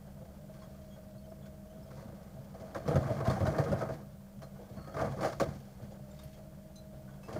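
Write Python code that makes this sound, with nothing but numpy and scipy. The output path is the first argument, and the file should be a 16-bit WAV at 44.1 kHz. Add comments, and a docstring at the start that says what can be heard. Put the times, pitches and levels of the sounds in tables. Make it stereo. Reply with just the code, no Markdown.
"""On a demolition site a hydraulic crusher bites concrete in bursts: force-shaped noise and decaying tones
ring its steel jaws and teeth and thud through the boom. An engine hums behind with wavering tones and
filtered noise, beside a gliding pump whine; fragments clink as short tone clusters, faint squeaks glide
at the right. Two microphone ports hear most of the bass nearly alike, louder at the left, and the treble differently."""
import sys
import numpy as np
from scipy import signal
from scipy.fft import rfft, irfft, next_fast_len
from scipy.io import wavfile
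from scipy.ndimage import uniform_filter1d

SR = 44100
rng = np.random.default_rng(int(sys.argv[2]) if len(sys.argv) > 2 else 0)


def pcm_store(signal):
    """Save signal as 16-bit PCM."""
    levels = np.round(np.clip(np.atleast_2d(signal), -1, 1) * 32767)
    wavfile.write(sys.argv[1], SR, levels.astype(np.int16).T)


N = 325899
T = np.arange(N) / SR
EDGE_HZ = 15600  # upper band limit
# Source levels are relative: scene() sets the final balance.


def gain_of(db):
    """Turns decibels into an amplitude factor."""
    return 10 ** (np.asarray(db) / 20)


def evened(x):
    """Scales to unit rms."""
    return x / np.sqrt(np.mean(x ** 2) + 1e-20)


def read(points, hz):
    """Reads a curve of (frequency, value) points along a log frequency axis."""
    f, value = np.transpose(points)
    return np.interp(np.log(hz + 1), np.log(f + 1), value)


def add(mix, s, sound):
    """Adds a sound into the mix from s seconds on, cut at the end."""
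    part = mix[..., round(s * SR):][..., :sound.shape[-1]]
    part += sound[..., :part.shape[-1]]


def filtered(x, response):
    """Applies a frequency response given as a function of Hz."""
    size = next_fast_len(N + SR // 2)
    return irfft(rfft(x, size) * response(np.fft.rfftfreq(size, 1 / SR)), size)[..., :N]


def modes(table):
    """Response of a body: resonances of alternating sign, unit gain for white noise."""
    def response(hz):
        h = 0
        for k, (f, width, db) in enumerate(table):
            resonance = width * hz / (hz * width + 1j * (hz ** 2 - f ** 2))
            h = h + (-1) ** k * gain_of(db) * resonance
        return h / np.sqrt(np.mean(abs(h) ** 2))
    return response


def wander(per_s):
    """Slow random drift of unit rms: coarse noise smoothed twice; a higher per_s moves faster."""
    steps = rng.standard_normal(N // 64 + 2)
    steps = uniform_filter1d(steps, int(SR / 128 / per_s), mode="wrap")
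    steps = uniform_filter1d(steps, int(SR / 64 / per_s), mode="wrap")
    return evened(np.interp(np.arange(N) / 64, np.arange(len(steps)), steps))


def fractures(per_s, spread_db, smooth):
    """Tiny breaks at random moments over a finer sandy scrape, by the direct and the reflected path."""
    sizes = gain_of(spread_db * np.minimum(rng.exponential(1, N), 4))
    breaks = sizes * (rng.random(N) < per_s / SR)
    puffs = signal.lfilter([1], [1, -np.exp(-1 / (0.0027 * SR))], breaks)  # each dies within milliseconds
    return evened((evened(puffs) + smooth) * rng.standard_normal((2, N)))


def grinding_power():
    """The grinding load sets the power driven into jaws, teeth, grit and boom; trickling adds grit."""
    # grinding load on the jaws: time_s, load_db
    grind = [(0.0, -57), (1.58, -58), (1.95, -53.5), (2.49, -53.5), (2.72, -49), (2.84, -47), (2.92, -44.5),
             (3.05, -42), (3.22, -43.5), (3.32, -41.5), (3.55, -41), (3.77, -42), (3.9, -46), (3.99, -49.5),
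             (4.16, -60.5), (4.43, -57.5), (4.75, -52), (4.9, -54), (5.02, -40.5), (5.15, -45.5),
             (5.27, -41), (5.37, -54), (5.46, -44), (5.6, -53.5), (6.38, -59), (7.18, -59), (7.39, -43.5)]
    # how jaws, teeth, grit and boom follow the load: full_load_db, slope (dB per dB of load)
    follows = [(-40.5, 1.35), (-43.5, 1.8), (-56, 1.1), (-37, 1.09)]
    # showers of grit trickling onto the rubble: middle_s, length_s, level_db
    trickle = [(0.75, 0.62, -72.5), (1.978, 0.11, -65), (5.49, 0.3, -63.5), (6.23, 0.26, -65.5),
               (6.944, 0.95, -76.5)]
    full_load_db = -40
    load_db = np.interp(T, *np.transpose(grind)) - full_load_db
    # the load slips unevenly on each part
    levels_db = [db + slope * load_db + 2.0 * wander(per_s=48.0) for db, slope in follows]
    power = gain_of(levels_db) ** 2
    for middle, length, db in trickle:
        power[2] += gain_of(db) ** 2 * np.exp(-(2 * (T - middle) / length) ** 2)
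    return power


def add_cracks(power, snaps, rings):
    """Each crack gives a sharp first break, a crumbling tail of noise and ringing tones of steel and chip."""
    # cracks: start_s, jaw_db, teeth_db, grit_db, jaw_pitch_hz, teeth_pitch_hz, base_t60_s
    cracks = [(0.2, -50.5, -78, -80, 518, 1200, 0.61), (0.5387, -76, -65, -61, 593, 1560, 0.39),
              (0.62, -64, -53.5, -57.5, 654, 1070, 0.14), (0.7447, -54, -64, -76, 610, 1200, 0.14),
              (0.9612, -49, -61, -65, 555, 1520, 0.18), (1.3159, -42.5, -57, -76, 600, 1250, 0.056),
              (1.4581, -51, -59.5, -58, 547, 1499, 0.17), (1.877, -51, -72, -70, 600, 1270, 0.11),
              (1.9066, -48, -59, -64, 520, 1360, 0.2), (1.9684, -50, -59, -68, 540, 954, 0.9),
              (2.0797, -45.5, -62, -75, 607, 1520, 0.12), (2.337, -60, -70, -75, 614, 1308, 0.13),
              (2.362, -54, -73, -75, 607, 1540, 0.12), (2.541, -43, -61, -61, 659, 1220, 0.21),
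              (2.5984, -47, -64, -58, 620, 1260, 0.22), (2.6284, -40, -56, -77, 630, 970, 0.11),
              (2.747, -35.5, -42, -45.5, 612, 1306, 0.12), (2.755, -29.5, -41, -63, 554, 1153, 0.15),
              (2.8634, -63, -55, -52, 480, 1120, 0.17), (2.879, -24.5, -37.5, -41.5, 486, 1155, 0.13),
              (2.9094, -22, -40, -61, 650, 1300, 0.12), (2.925, -31, -43, -62, 680, 1224, 0.12),
              (2.9563, -20.5, -34, -42.5, 518, 1280, 0.11), (2.966, -33, -40, -56, 610, 1280, 0.11),
              (3.005, -32, -60, -65, 620, 1170, 0.12), (3.0365, -37, -48, -75, 664, 1110, 0.16),
              (3.075, -32.5, -50, -63, 594, 1150, 0.19), (3.1, -26, -48, -66, 590, 1020, 0.094),
              (3.133, -35, -54, -53, 588, 1070, 0.33), (3.2042, -28.5, -41, -52, 483, 1130, 0.088),
              (3.2525, -52, -48, -43.5, 700, 1410, 0.15), (3.258, -32, -37, -51, 714, 1040, 0.25),
              (3.272, -25.5, -44, -46, 673, 1170, 0.11), (3.299, -29.5, -33.5, -37.5, 645, 1100, 0.14),
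              (3.366, -27.5, -57, -65, 776, 1120, 0.074), (3.4062, -28, -39, -50, 546, 1104, 0.16),
              (3.4543, -29, -36.5, -46, 658, 1410, 0.17), (3.467, -23.5, -38, -40.5, 633, 1494, 0.12),
              (3.5174, -32.5, -54, -65, 616, 1250, 0.37), (3.5835, -24.5, -35, -42.5, 466, 1114, 0.21),
              (3.6646, -32, -43, -57, 467, 1240, 0.22), (3.7179, -26, -39, -46, 551, 1420, 0.12),
              (3.727, -20, -48, -61, 580, 1140, 0.065), (3.7887, -61, -53, -49, 664, 1030, 0.22),
              (3.809, -27, -38, -50, 642, 1285, 0.21), (3.8894, -32, -41.5, -55, 473, 1206, 0.15),
              (4.4194, -42, -50, -52.5, 655, 1130, 0.16), (4.555, -65, -60, -80, 565, 1465, 0.16),
              (4.5914, -41.5, -70, -81, 485, 1220, 0.18), (4.697, -46, -70, -62, 600, 1136, 0.14),
              (4.772, -48.5, -53.5, -63, 653, 1103, 0.49), (4.8441, -57, -55, -60, 576, 1230, 0.19),
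              (4.8733, -40, -50, -55, 546, 1258, 0.24), (4.9417, -35.5, -45, -51.5, 674, 1275, 0.21),
              (4.967, -29.5, -36.5, -49.5, 624, 1174, 0.21), (4.9931, -35, -36, -48.5, 674, 1197, 0.16),
              (5.013, -24.5, -43, -46.5, 682, 1265, 0.1), (5.0338, -29.5, -43, -59, 565, 1160, 0.14),
              (5.075, -44, -44, -62, 594, 1126, 0.16), (5.1208, -43, -55, -55, 530, 1170, 0.16),
              (5.188, -36, -48, -56, 510, 1095, 0.15), (5.2085, -33, -42, -45, 549, 1090, 0.36),
              (5.23, -24, -33, -41.5, 657, 1180, 0.12), (5.247, -25.5, -35, -40, 594, 1176, 0.17),
              (5.2794, -41, -47, -46, 679, 1359, 0.32), (5.3288, -54, -42.5, -47, 634, 1116, 0.074),
              (5.3997, -23.5, -28.5, -31.5, 678, 1128, 0.098), (5.4085, -21.5, -40, -60, 563, 1280, 0.1),
              (5.4294, -30.5, -44, -43.5, 655, 1244, 0.12), (5.82, -55, -71, -62, 608, 1270, 0.41),
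              (5.91, -43, -73, -59, 524, 1160, 0.11), (6.1918, -56, -56, -54, 590, 1136, 0.1),
              (6.234, -81, -74, -55, 630, 1047, 0.099), (6.33, -74, -77, -58, 594, 1220, 0.14),
              (6.386, -51, -79, -63, 607, 1200, 0.13), (7.0768, -56.5, -60, -71, 648, 1496, 0.37),
              (7.2315, -57, -58, -61, 528, 1120, 0.14), (7.2841, -41, -48.5, -56, 447, 1064, 0.33),
              (7.3285, -45, -53, -48.5, 474, 1255, 0.2), (7.361, -25, -44, -65, 631, 1370, 0.058)]
    # jaws, teeth, grit: share of the crack's base t60
    lasts = [1.1, 0.81, 1]
    # jaws, teeth, grit: crumble_db against the crack's level
    crumble_db = [-4, 1.5, -3]
    # jaws, teeth, grit: first_break_db against the crack's level
    first_break_db = [4.5, 17, 10.5]
    t = np.arange(SR // 3) / SR
    chance = rng.random((len(cracks), 4))
    for (s, jaw, teeth, grit, jaw_hz, teeth_hz, t60), chip_tones in zip(cracks, chance):
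        decay = gain_of(-60 * t / np.maximum(t60 * np.c_[lasts], .02))
        peak = gain_of([[jaw], [teeth], [grit]])
        crumble = gain_of(np.c_[crumble_db]) * peak * (1 - np.exp(-t / 0.002)) * decay
        add(power[:3], s, crumble ** 2)
        add(snaps[:3], s, gain_of(np.c_[first_break_db]) * peak)  # one sharp blow
        jaw_ring = decay[0] * np.sin(2 * np.pi * jaw_hz * t) * (1 - np.exp(-t / 0.0004))
        add(rings, s, gain_of(jaw - 5.0) * jaw_ring)
        teeth_ring = decay[1] * np.sin(2 * np.pi * teeth_hz * t) * (1 - np.exp(-t / 0.00036))
        add(rings, s, gain_of(teeth + 0.5) * teeth_ring)
        chip_hz = 1500 * 4.7 ** chip_tones  # the broken chip has its own tones
        chip = np.sin(2 * np.pi * chip_hz[:, None] * t).sum(0) * gain_of(-60 * t / .035)
        add(rings, s, gain_of(grit - 10.0) * chip)


def add_thuds(power, snaps, rings):
    """Each thud strikes the boom once, rumbles on as decaying noise and swells into one low tone."""
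    # thuds through the boom: start_s, level_db, pitch_hz
    thuds = [(0.199, -33.5, 142.5), (2.049, -30.5, 196), (2.497, -33, 143), (2.754, -26, 158),
             (2.85, -23, 138), (2.879, -17.5, 154.5), (2.912, -23, 151), (2.945, -11, 149),
             (3.096, -17, 112), (3.129, -32, 118), (3.178, -20, 113), (3.212, -31, 116),
             (3.273, -10.5, 150.7), (3.308, -28, 138), (3.402, -14.5, 98), (3.469, -20.5, 154),
             (3.584, -17, 147.4), (3.724, -16, 139), (3.813, -30, 138.5), (4.387, -32.5, 131),
             (4.792, -35, 156), (4.948, -23.5, 135), (5.04, -37, 143), (5.075, -32, 142), (5.209, -25, 137),
             (5.269, -40, 140), (5.403, -18, 135), (5.812, -28.5, 127), (5.974, -40, 149), (6.09, -51, 140),
             (7.27, -40, 188), (7.334, -28.5, 132)]
    noise_t60_s, ring_t60_s = 0.18, 0.2
    t = np.arange(SR // 3) / SR
    for s, db, hz in thuds:
        add(power[3], s, gain_of(db - 11.0 - 60 * t / noise_t60_s) ** 2)
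        add(snaps[3], s, gain_of([db + 2.0]))
        tone = np.sin(2 * np.pi * hz * t) * (1 - np.exp(-t / 0.011))
        add(rings, s, gain_of(db - 10.5 - 60 * t / ring_t60_s) * tone)


def slab_squeal(swarm):
    """A slab scrapes along the teeth and squeals: fractures through two resonances, fading by half."""
    # the scrape: start_s, length_s, level_db
    scrape = (4.77, 0.17, -54)
    # resonances, as set for a single pass: pitch_hz, width_hz, level_db
    squeal = [(1150, 260, 0), (4380, 320, -7.5)]
    start, length, db = scrape
    scraping = np.zeros(N)
    add(scraping, start, np.linspace(1, .5, round(length * SR)))
    tone = filtered(swarm, lambda hz: modes(squeal)(hz) ** 2)  # squared: the resonances act twice
    return gain_of(db) * scraping * evened(tone)


def crusher():
    """Grinding, cracks and thuds set the force; swarms of fractures carry it into jaws, teeth, air and boom."""
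    # steel jaw resonances: pitch_hz, width_hz, level_db
    jaws = [(320, 62, -5), (481, 44.5, -2), (556.4, 28.2, -0.5), (645.5, 25.4, 3), (773.5, 86, -8)]
    # teeth resonances: pitch_hz, width_hz, level_db
    teeth = [(897, 370, -6), (1173, 155, 2), (1258, 28, 5), (1385, 184, -5.5), (1593, 163, -3.5),
             (1835, 33, -2), (2024, 270, -13.5), (2550, 960, -23)]
    # spectrum of the grit in the air: freq_hz, level_db (per Hz, relative)
    grit = [(880, -69), (1500, -11), (2190, -4.5), (2690, -10.5), (3180, -15.5), (3920, -13.5),
            (4420, -9.5), (6960, -13), (7920, -20), (14800, -31), (16000, -17.5)]
    # boom resonances: pitch_hz, width_hz, level_db
    boom = [(67.3, 24.5, -8), (98.4, 29.7, -2.5), (138.4, 16, 2.5), (193, 34.2, -3), (236.6, 75.7, -9.5)]
    power = grinding_power()
    snaps, rings = np.zeros((4, N)), np.zeros(N)
    add_cracks(power, snaps, rings)
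    add_thuds(power, snaps, rings)
    swarm = fractures(per_s=700, spread_db=0, smooth=1.5)
    blows = fractures(per_s=140.0, spread_db=2.0, smooth=0.98)
    bodies = modes(jaws), modes(teeth), lambda hz: evened(gain_of(read(grit, hz))), modes(boom)
    drives = swarm, swarm, swarm, blows
    out = rings + slab_squeal(swarm)
    for p, drive, snap, body in zip(power, drives, snaps, bodies):
        force = np.sqrt(p) * drive + snap
        out = out + filtered(force, body)
    return out


def engine():
    """Low orders waver in level and pitch over a throbbing rumble."""
    # engine tones: pitch_hz, level_db, flutter_db, waver (share of the pitch)
    orders = [(30.2, -66, 1.2, .01), (70.0, -62, 3.5, .03), (140.0, -58, 4, .035),
              (198.5, -55.5, 2.6, .006)]
    # spectrum of engine and site rumble: freq_hz, level_db (per Hz, relative)
    rumble_curve = [(12, -58), (20, -17), (59, 3), (103, -2.5), (192, 1.5), (221, -45), (260, -58),
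                    (313, -17.5), (442, -14), (625, -3), (702, -15), (926, -17), (1540, -20), (2500, -34.5),
                    (5000, -43), (6500, -79), (11000, -120)]
    rumble_db = -57.5
    out = np.zeros(N)
    for hz, db, flutter_db, waver in orders:
        turns = np.cumsum(hz * (1 + waver * wander(per_s=8.0))) / SR
        level = gain_of(db + flutter_db * wander(per_s=36))
        out += level * np.sqrt(2) * np.sin(2 * np.pi * turns)
    rumble = filtered(rng.standard_normal((2, N)), lambda f: gain_of(read(rumble_curve, f)))
    return out + gain_of(rumble_db + 2.5 * wander(per_s=30)) * evened(rumble)


def whine():
    """The pump whines at its piston rate with a tone at half of it; the pitch sags, then climbs."""
    # the louder spells, while the jaws travel free: start_s, end_s, level_db
    spells = [(0.36, 1.92, -60.5), (5.94, 7.15, -60)]
    # pitch of the whine, sagging as each spell starts: time_s, pitch_hz
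    pitch = [(0.25, 632), (0.41, 600), (0.55, 634), (0.7, 637), (1.02, 619), (1.31, 637), (1.63, 625),
             (1.9, 640), (5.9, 632), (6.06, 600), (6.25, 630), (7.05, 626), (7.2, 602)]
    fade_s, idle_db, half_tone_db = 0.17, -73.5, -8.5  # half tone against the whine
    hz = np.interp(T, *np.transpose(pitch))
    power = np.full(N, gain_of(idle_db) ** 2)
    for start, end, db in spells:
        fade = np.clip(np.minimum(T - start, end - T) / fade_s + .5, 0, 1)
        power += (gain_of(db) * fade) ** 2
    turns = np.cumsum(hz * (1 + .005 * wander(per_s=18))) / SR
    tone = gain_of(2.0 * wander(per_s=30)) * np.sin(2 * np.pi * turns)
    half = gain_of(half_tone_db + 1.15 * wander(per_s=9.7)) * np.sin(np.pi * turns)
    return np.sqrt(2 * power) * (tone + half)


def clinks():
    """Each fragment touches with a tick and rings short, unrelated tones, roughened as it rocks."""
    # fragments: start_s, main_pitch_hz, main_db, second_pitch_hz, second_db, further_db
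    fragments = [(0.6, 4400, -63, 5270, -67, -85), (1.181, 4390, -62, 6600, -75, -85),
                 (1.302, 5320, -63, 7800, -75, -85), (1.828, 5300, -61, 7800, -78, -85),
                 (4.431, 4190, -55, 5350, -67, -66), (4.818, 4420, -63, 8650, -70, -78),
                 (4.907, 3270, -69, 4500, -67, -80), (5.919, 3380, -71, 6800, -64, -80),
                 (6.1094, 3660, -63, 7240, -59, -80), (6.19, 3730, -54.5, 7360, -66, -70),
                 (6.236, 9270, -59, 12830, -57, -80), (6.758, 4040, -52, 6270, -54, -59.5),
                 (6.782, 4050, -55, 6300, -70, -66), (7.108, 3320, -69, 6660, -64, -80),
                 (7.233, 2606, -56, 6190, -62, -75), (7.24, 5170, -57, 8450, -64, -71),
                 (7.2682, 2670, -61, 5050, -60, -75)]
    # further tones: ratio to the main pitch, level_db against further_db
    stone = [(0.978, 2), (1.24, -1), (1.476, 2), (1.77, -1), (2.29, -1)]
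    t60_s, upper_die_faster = 0.082, 0.5  # t60 at 4 kHz; exponent of its shortening with pitch
    stray, tick_db = 0.008, -5.5  # mistuning as a share of the pitch; tick against the main tone
    out, t = np.zeros(N), np.arange(SR // 6) / SR
    chance = rng.uniform(-0.94, 1, (len(fragments), len(stone)))
    tick = evened(np.diff(rng.standard_normal(len(t) + 1)))  # the touch itself
    for (s, hz, db, second_hz, second_db, further_db), row in zip(fragments, chance):
        tones = [(hz, db), (second_hz, second_db)]
        for (ratio, d), off in zip(stone, row):
            tones.append((hz * ratio * (1 + stray * off), further_db + d))
        ring = np.zeros(len(t))
        for f, d in tones:
            if f < EDGE_HZ:
                fall_db = 60 * t * (f / 4000) ** upper_die_faster / t60_s
                ring += gain_of(d - fall_db) * np.sin(2 * np.pi * f * t)
        add(out, s, ring * (1 - np.exp(-t / 0.00022)))
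        add(out, s, gain_of(db + tick_db - 60 * t / 0.023) * tick)
    return out * gain_of(2.5 * wander(per_s=250))


def scattered(x):
    """Reflections off rubble and machine: a short dying cloud of random taps."""
    t = np.arange(SR // 8) / SR
    taps = rng.standard_normal(len(t)) * gain_of(-60 * t / 0.14)
    return signal.oaconvolve(x, taps / np.linalg.norm(taps))[:N]


def squeaks():
    """Short rough glides with an octave above."""
    # squeaks: start_s, length_s, from_pitch_hz, to_pitch_hz, level_db
    glides = [(0.622, 0.035, 3330, 3250, -66), (0.81, 0.02, 3150, 3150, -69),
              (0.901, 0.069, 3270, 3270, -63), (1.237, 0.028, 3100, 3130, -68),
              (1.418, 0.063, 3350, 3500, -65.5), (1.697, 0.035, 3060, 3140, -67),
              (1.859, 0.036, 3180, 3260, -70), (6.333, 0.045, 3250, 3250, -68)]
    out, rough = np.zeros(N), wander(per_s=150)
    shaky = 1 + .011 * wander(per_s=250)
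    for s, length, from_hz, to_hz, db in glides:
        size = round(length * SR)
        hz = np.linspace(from_hz, to_hz, size) * shaky[round(s * SR):][:size]
        turns = np.cumsum(hz) / SR
        tone = np.sin(2 * np.pi * turns) + gain_of(-6.0) * np.sin(4 * np.pi * turns)
        add(out, s, gain_of(db - 5.5) * tone * signal.windows.tukey(len(hz), .4))
    return out * gain_of(2.5 * rough)


def scene():
    """The right port hears a re-levelled, phase-shifted copy of the left, blended with the reflections."""
    # level of the left port over the right: freq_hz, level_db
    left_over_right = [(40, 7.5), (230, 12.5), (350, 8.5), (650, 11.5), (850, 10), (1120, 20), (1370, 14),
                       (1550, 22), (1800, 10), (2700, 0), (3250, -8), (3800, 1), (7000, 0), (15000, -2)]
    # phase lead of the left port: freq_hz, lead_rad
    left_leads = [(40, .45), (200, .3), (300, .07), (700, .25), (850, .8), (1050, 2.8), (1480, 5.5),
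                  (1600, 3.4), (2900, 3.6), (4300, 4.4), (7800, 3.2), (9300, 0), (16000, -19)]
    # how alike the ports hear: freq_hz, likeness (0-1)
    likeness = [(30, .7), (80, .985), (600, .975), (1000, .88), (1400, .65), (2200, .7), (3400, .45),
                (5000, .6), (8000, .4), (15000, .25)]

    def alike(hz):
        return np.clip(read(likeness, hz), 0, 1)

    def right_gain(hz):
        return gain_of(-read(left_over_right, hz))

    fragments = clinks()
    fragment_paths = np.array([fragments, scattered(fragments)])
    left, reflected = gain_of(3.0) * (engine() + whine() + crusher() + fragment_paths)
    right = filtered(left, lambda hz: right_gain(hz) * alike(hz) * np.exp(-1j * read(left_leads, hz)))
    right += filtered(reflected, lambda hz: right_gain(hz) * np.sqrt(1 - alike(hz) ** 2))
    return np.array([left, right]) + squeaks() * gain_of([[-3.0], [4.0]])  # squeaks lean right


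def record(dry):
    """Each microphone adds its own hiss; then the band limit."""
    # spectrum of the microphone hiss: freq_hz, level_db (per Hz, relative)
    hiss_curve = [(800, 4.5), (2000, -1.5), (4000, -4), (8000, -2.5), (11000, -4), (15500, 0)]
    hiss_db = -64
    hiss = filtered(rng.standard_normal((2, N)), lambda hz: gain_of(read(hiss_curve, hz)) * hz / (hz + 500))
    wet = dry + gain_of(hiss_db) * evened(hiss)
    band_limit = signal.firwin(1023, EDGE_HZ, window=("kaiser", 11), fs=SR)
    return signal.oaconvolve(wet, band_limit[None], "same")


dry = scene()
out = record(dry)
pcm_store(out)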